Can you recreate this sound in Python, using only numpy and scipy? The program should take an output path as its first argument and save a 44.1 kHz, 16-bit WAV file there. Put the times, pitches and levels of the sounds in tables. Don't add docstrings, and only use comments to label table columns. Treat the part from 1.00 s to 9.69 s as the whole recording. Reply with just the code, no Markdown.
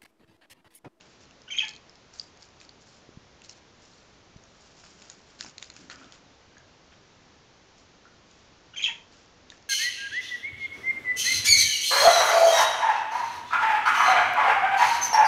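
import sys
import numpy as np
from scipy import signal
from scipy.fft import rfft, irfft
from scipy.io import wavfile

SR = 44100
rng = np.random.default_rng(int(sys.argv[2]) if len(sys.argv) > 2 else 0)


def dump_mix(stems):
    frames = np.atleast_2d(stems).T
    limited = np.clip(frames, -1, 1)
    pcm = np.round(limited * 32767).astype(np.int16)
    wavfile.write(sys.argv[1], SR, pcm)


def ratio_of_db(decibels):
    return 10 ** (np.asarray(decibels, float) / 20)


N = 383229

# start in seconds, length in seconds, bright level in dB, dull level in dB.
STROKES = [(0, 0.21, -63, -68), (0.202, 0.056, -58, -65), (1.126, 0.071, -52.5, -63),
           (1.17, 0.14, -54.5, -69), (1.392, 0.098, -57.5, -64), (1.597, 0.074, -54.5, -60.5),
           (1.803, 0.046, -58.5, -77), (1.851, 0.19, -59.5, -75), (2.436, 0.047, -52.5, -66),
           (2.484, 0.057, -50, -65), (2.545, 0.055, -59.5, -66), (2.78, 0.39, -60.5, -73),
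           (3.347, 1.97, -64.5, -73.5), (3.603, 0.11, -63, -73), (3.748, 0.32, -61, -72),
           (3.836, 0.048, -61, -62), (3.982, 0.12, -62, -67), (4.09, 0.074, -57, -64),
           (4.262, 0.15, -67, -70), (4.382, 0.15, -49, -55.5), (4.604, 0.098, -54.5, -59),
           (4.74, 0.18, -56.5, -63), (4.899, 0.073, -49.5, -50.5), (4.967, 0.15, -59.5, -57),
           (5.115, 0.088, -59, -62), (5.908, 0.084, -69, -63), (6.773, 0.089, -63, -73),
           (7.254, 0.28, -64, -71), (8.11, 0.17, -60.5, -64.5), (8.505, 0.076, -57.5, -57.5)]
# frequency in Hz, width in Hz, level in dB.
TUB_MODES = [(1450, 560, 0.5), (1700, 360, 2.5), (2300, 650, -4), (3200, 540, -3)]
# frequency in Hz, width in Hz, level in dB.
LEAF_MODES = [(4500, 1630, -5), (5800, 1220, 0.5), (6580, 1400, -0.5), (7990, 1420, -2)]


def rms_one(x):
    return x / np.sqrt(np.mean(x ** 2) + 1e-20)


def add(out, start, sound):
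    i = round(start * SR)
    out[i:i + len(sound)] += sound[:N - i]


def colour(x, points):
    hz = np.fft.rfftfreq(N, 1 / SR) + 1e-3
    point_hz, point_db = np.array(points).T
    gain = ratio_of_db(np.interp(np.log(hz), np.log(point_hz), point_db))
    return irfft(rfft(x) * gain, N)


def smooth_noise(hz):
    r = np.exp(-2 * np.pi * hz / SR)
    return rms_one(signal.lfilter([1], [1, -2 * r, r * r], rng.standard_normal(N)))


def high_pass(x, order, hz):
    return signal.sosfilt(signal.butter(order, hz, "high", fs=SR, output="sos"), x)


def resonate(x, modes):
    out = 0
    for k, (hz, width, db) in enumerate(modes):
        r = np.exp(-np.pi * width / SR)
        b = (1 - r * r) / 2 * np.array([1, 0, -1])
        a = [1, -2 * r * np.cos(2 * np.pi * hz / SR), r * r]
        out = out + (-1) ** k * ratio_of_db(db) * signal.lfilter(b, a, x + 1e-18)
    return out


def ring(hz, t60):
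    t = np.arange(4096) / SR
    return np.sin(2 * np.pi * hz * t) * ratio_of_db(-60 * t / max(t60, .001))


def grains(per_s, spread_db):
    sizes = ratio_of_db(spread_db * np.minimum(rng.exponential(1, N), 4)) * rng.choice([-1, 1], N)
    return rms_one(sizes * (rng.random(N) < per_s / SR))


def hiss():
    # frequency in Hz, density in dB per Hz.
    spectrum = [(20, -10.5), (70, -2.5), (200, -4.5), (500, -7), (1130, -11), (1900, -14), (6000, -17.5),
                (8500, -25.5)]
    return ratio_of_db(-57) * rms_one(colour(rng.standard_normal(N), spectrum))


def rustle():
    bright, dull = np.zeros((2, N))
    for start, length, bright_db, dull_db in STROKES:
        u = np.linspace(0, 1, round(length * SR))
        bite = np.clip(u * length / (.003 + 0.13 * length), 0, 1)
        stroke = bite * np.cos(np.pi / 2 * u) ** 0.95
        add(bright, start, ratio_of_db(bright_db) * stroke)
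        add(dull, start, ratio_of_db(dull_db) * stroke)
    clumps = ratio_of_db(2.1 * smooth_noise(70))
    leaves = rms_one(resonate(clumps * grains(2700, spread_db=-1.0), LEAF_MODES))
    tub = rms_one(resonate(clumps * grains(1600, spread_db=3.5), TUB_MODES))
    return bright * leaves + dull * tub


def all_snaps():
    # start in seconds, peak in dB, ring in Hz, tub share in dB, crack share in dB.
    quills = [(0.6826, -31, 4500, -5, 5), (0.6916, -27.5, 5220, -19, -2), (0.7106, -33, 4380, -11, -0.5),
              (.736, -35, 4500, -9, -1), (0.763, -36.5, 4280, -16, 1.5), (0.8955, -36, 5220, -23, -9),
              (1.197, -14.5, 4790, -44, -20), (1.6926, -32.5, 4520, -22, -9),
              (2.4187, -37.5, 2740, -12, -1), (2.495, -30.5, 5570, -20, 0), (3.84, -40, 5360, .5, -5),
              (4.0232, -38, 6400, -4, 8.5), (4.0997, -29, 6890, -11, 5.5), (4.4089, -26.5, 5180, -10, 6),
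              (4.447, -32, 6370, -8, -1), (4.4628, -32, 5380, -3, -5), (4.5815, -32.5, 4330, -9, 6.5),
              (4.6263, -29.5, 3860, -5, 9.5), (4.701, -33.5, 4360, -2.5, 5), (4.7644, -40.5, 4220, 3, 7),
              (4.8997, -27.5, 4300, -14, -4), (5.1228, -35.5, 3400, -12, 3),
              (8.5014, -29.5, 3740, -18, -0.5), (8.6256, -46, 5370, -10, -1)]
    # start in seconds, peak in dB, ring in Hz.
    ribs = [(.0092, -38, 2780), (.2067, -45, 6200), (.3095, -42.5, 2760), (.4183, -41, 5220),
            (.6405, -36.5, 4600), (.6515, -33, 5150), (.7515, -39, 4330), (.9556, -42.5, 5280),
            (1.159, -38, 4500), (1.1882, -37, 6520), (1.373, -42.5, 6500), (1.4239, -37, 5200),
            (1.428, -36.5, 4690), (1.602, -40, 4700), (1.6134, -35, 2560), (2.9348, -43, 4500),
            (3.4378, -41, 6650), (3.851, -40, 7100), (4.0193, -40, 5300), (4.1149, -39, 6480),
            (4.4274, -33.5, 2690), (4.643, -37, 4600), (4.7392, -40, 6800), (4.912, -33, 4400),
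            (5.0434, -39, 3620), (5.5816, -41, 6540), (6.7823, -43, 6600), (7.3125, -42, 6800),
            (3.3691, -42, 5990), (8.125, -45, 4830)]
    after_s, after_db = 0.0045, -15
    stray_db, low_hz, high_hz = 9, 4200, 6950
    tick_tub_db, tick_crack_db = -17, -2.0

    light = list(ribs)
    for start, db, hz, tub_db, crack_db in quills:
        light.append((start + after_s, db + crack_db / 2 + after_db, hz))
    for (start, length, bright_db, dull_db), draws in zip(STROKES, rng.random((len(STROKES), 2, 3))):
        for when, size, pitch in draws:
            hz = low_hz + (high_hz - low_hz) * pitch
            light.append((start + length * when, bright_db + stray_db + 4.0 * size, hz))
    return list(quills) + [(start, db, hz, tick_tub_db, tick_crack_db) for start, db, hz in light]


def snaps():
    ring_t60_s = .011
    rings, cracks, taps = np.zeros((3, N))
    t = np.arange(512) / SR
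    burst_decay = ratio_of_db(-60 * t / max(0.63 * ring_t60_s, .001))
    soft_start = np.clip(np.arange(4096) / 18.0, 0, 1)
    for start, db, hz, tub_db, crack_db in all_snaps():
        add(rings, start, ratio_of_db(db - 3.5) * ring(hz, ring_t60_s) * soft_start)
        burst = np.append(5.0, rng.standard_normal(511)) * burst_decay
        add(cracks, start, ratio_of_db(db + crack_db + 3.0) * burst)
        add(taps, start, ratio_of_db(db + tub_db + 7.0) * burst)
    edge = high_pass(cracks, 2, 2200)
    return rings + ratio_of_db(-12.0) * edge + resonate(cracks, LEAF_MODES) + resonate(taps, TUB_MODES)


def calling_bird():
    # seconds after the start, length in seconds, start in Hz, end in Hz, level in dB.
    notes_sung = [(.002, .018, 1333, 1673, -47), (0.015, .007, 3200, 2620, -44),
                  (.026, .015, 2300, 2300, -37.5), (0.029, .036, 3220, 3078, -31),
                  (0.059, 0.009, 3050, 1990, -35), (.064, 0.022, 2400, 2464, -32),
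                  (0.077, 0.0082, 2400, 3100, -37.5), (.088, .019, 3230, 3376, -31),
                  (.099, .007, 4000, 3510, -31.5), (.102, 0.0044, 2300, 2400, -26.5),
                  (.107, .0065, 3200, 3200, -16.5), (0.1145, .0055, 3260, 3070, -16.5),
                  (0.123, 0.014, 2590, 2550, -24.5), (.122, .009, 3200, 2800, -47),
                  (.131, 0.009, 3000, 2970, -29), (0.137, .009, 1800, 2043, -39),
                  (.142, 0.0056, 2500, 2300, -29), (.145, .009, 2000, 1025, -45.5),
                  (0.149, 0.022, 955, 872, -41.5), (.157, 0.022, 2530, 2040, -36.5)]
    # start in seconds, loudest note in Hz, closing low note in Hz, stretch in time.
    calls = [
        (0.4729, 3187, 860, 1.03),
        (7.7314, 3239, 927, 1.0),
    ]
    # seconds after the start, level in dB.
    efforts = [
        [(0, -1), (.05, 0.5), (.075, -4), (.095, -5.5), (.11, 2), (.13, -2), (.165, -0.5)],
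        [(0, 0.5), (.05, 0), (.075, 4.5), (.095, 3), (.11, 2), (.13, 3), (.165, -0.5)],
    ]
    # pitch in Hz, level in dB.
    octave = [(900, -40), (1500, -44), (1900, -63), (2750, -58), (3100, -43), (3350, -33), (3700, -54)]
    loudest_hz, closing_hz = 3200, 910
    swell, fade = 1.21, 0.91

    out, breath = np.zeros((2, N))
    wobble, rasp = smooth_noise(320), smooth_noise(330)
    for (call_start, call_hz, close_hz, stretch), push in zip(calls, efforts):
        for after, length, start_hz, end_hz, note_db in notes_sung:
            start = call_start + stretch * after
            db = note_db + np.interp(after, *np.transpose(push))
            n, i = round(length * SR), round(start * SR)
            transpose = call_hz / loudest_hz if start_hz > 1200 else close_hz / closing_hz
            hz = transpose * np.linspace(start_hz, end_hz, n) * (1 + .022 * wobble[i:i + n])
            phase = 2 * np.pi * np.cumsum(hz) / SR

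            octave_db = np.interp((start_hz + end_hz) / 2, *np.transpose(octave)) - db
            tone = np.sin(phase) + ratio_of_db(min(octave_db, 6.0)) * np.sin(2 * phase)
            clean = min(start_hz, end_hz) > 2790 or start_hz < 1200
            harsh = 1 + (.12 if clean else .45) * rasp[i:i + n]

            u = np.linspace(0, 1, n)
            shape = u ** swell * (1 - u) ** fade
            blow = ratio_of_db(db - 0.57) * shape / shape.max()
            add(out, start, blow * harsh * tone)
            add(breath, start, blow)
    airflow = high_pass(rng.standard_normal(N), 4, 3600)
    return out + ratio_of_db(-17.5) * breath * airflow


def thumps():
    # start in seconds, peak in dB, swing in Hz, t60 in seconds.
    pushes = [
        (2.0905, -30, -300, 0.0095),
        (2.172, -27.5, 151, 0.021),
        (3.361, -28, -135, 0.018),
    ]
    out = np.zeros(N)
    for start, db, hz, t60 in pushes:
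        soft_start = np.clip(np.arange(4096) * abs(hz) / SR / 0.39, 0, 1)
        add(out, start, ratio_of_db(db) * ring(hz, t60) * soft_start)
    return out


def knocks():
    # start in seconds, peak in dB, ring in Hz, t60 in seconds, room share in dB.
    hits = [(2.4945, -41.5, 2900, .007, -15), (4.4094, -27.5, 1670, 0.0073, -13),
            (4.7015, -34.5, 2420, 0.0048, -10), (4.0987, -43, 1750, .007, -18),
            (4.446, -34, 895, 0.0083, -6), (3.8375, -40.5, 1500, 0.0073, -10), (4.02, -39, 2600, .005, -20),
            (4.5818, -39, 2700, 0.0037, -17), (4.6262, -31.5, 2420, 0.0032, -19),
            (4.7658, -38.5, 2490, .006, -16), (4.899, -39, 1450, 0.016, 2), (4.899, -33, 1790, 0.011, -6),
            (5.014, -40.5, 1370, 0.01, 2), (5.569, -43, 1650, 0.015, -4), (7.054, -47.5, 1405, 0.028, 0),
            (8.521, -42, 1765, 0.034, -13)]
    direct, sent = np.zeros((2, N))
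    for start, db, hz, t60, room_db in hits:
        add(direct, start, ratio_of_db(db) * ring(hz, t60))
        add(sent, start, ratio_of_db(db + room_db) * ring(hz, t60))
    return direct, sent


def drumming():
    # start in seconds, length in seconds, level in dB.
    bursts = [
        (4.38, 0.096, -58.5),
        (4.774, .1, -54),
        (4.93, 0.136, -59),
        (5.17, 0.15, -66),
    ]
    # frequency in Hz, width in Hz, level in dB.
    floor_modes = [(277, 65, -2), (173, 23, -2.5)]
    attack_s, release_s = .02, 0.025
    t = np.arange(N) / SR
    shaken = np.zeros(N)
    for start, length, db in bursts:
        rise = (t - start) / attack_s
        fall = 1 + (start + length - t) / release_s
        shaken += ratio_of_db(db) * np.clip(np.minimum(rise, fall), 0, 1)
    hum_hz = floor_modes[0][0] * (1 + 0.0294 * smooth_noise(12))
    hum = np.sin(2 * np.pi * np.cumsum(hum_hz) / SR)
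    rumble = rms_one(resonate(rng.standard_normal(N), floor_modes))
    return shaken * rms_one(hum + 1.35 * rumble)


def room(x):
    # band centre in Hz, t60 in seconds.
    decay = [(500, 0.39), (2500, 0.29), (7000, 0.34)]
    edges = [150, 1200, 4500, 9000]
    t, tail = np.arange(SR // 2) / SR, 0
    for low, high, (hz, t60) in zip(edges, edges[1:], decay):
        band_pass = signal.butter(2, [low, high], "band", fs=SR, output="sos")
        band = signal.sosfilt(band_pass, rng.standard_normal(len(t)))
        tail = tail + band * ratio_of_db(-60 * t / t60)
    tail = tail * np.clip(t / 0.003 - .5, 0, 1)
    return signal.fftconvolve(x, tail / np.sqrt(np.sum(tail ** 2)))[:N]


def scene():
    # frequency in Hz, gain in dB.
    capsule = [(6000, 0.5), (7000, -0.5), (7500, -8), (8000, -21), (8500, -20), (8900, -26), (9150, -62.5),
               (9600, -95)]
    wall_echo_s, wall_echo_db = .017, -14
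    near_room_db, bird_room_db = -20, -6
    near, bird = snaps(), calling_bird()
    struck, sent = knocks()
    echo = ratio_of_db(wall_echo_db) * np.roll(near, round(wall_echo_s * SR))
    tail = room(ratio_of_db(near_room_db) * near + sent + ratio_of_db(bird_room_db) * bird)
    air = near + echo + struck + rustle() + drumming() + bird + tail
    return colour(air + thumps() + hiss(), capsule)[None]


def low_pass(x):
    return signal.sosfilt(signal.butter(12, 9030, fs=SR, output="sos"), x)


def record(dry):
    return low_pass(dry)


dry = scene()
out = record(dry)
dump_mix(out)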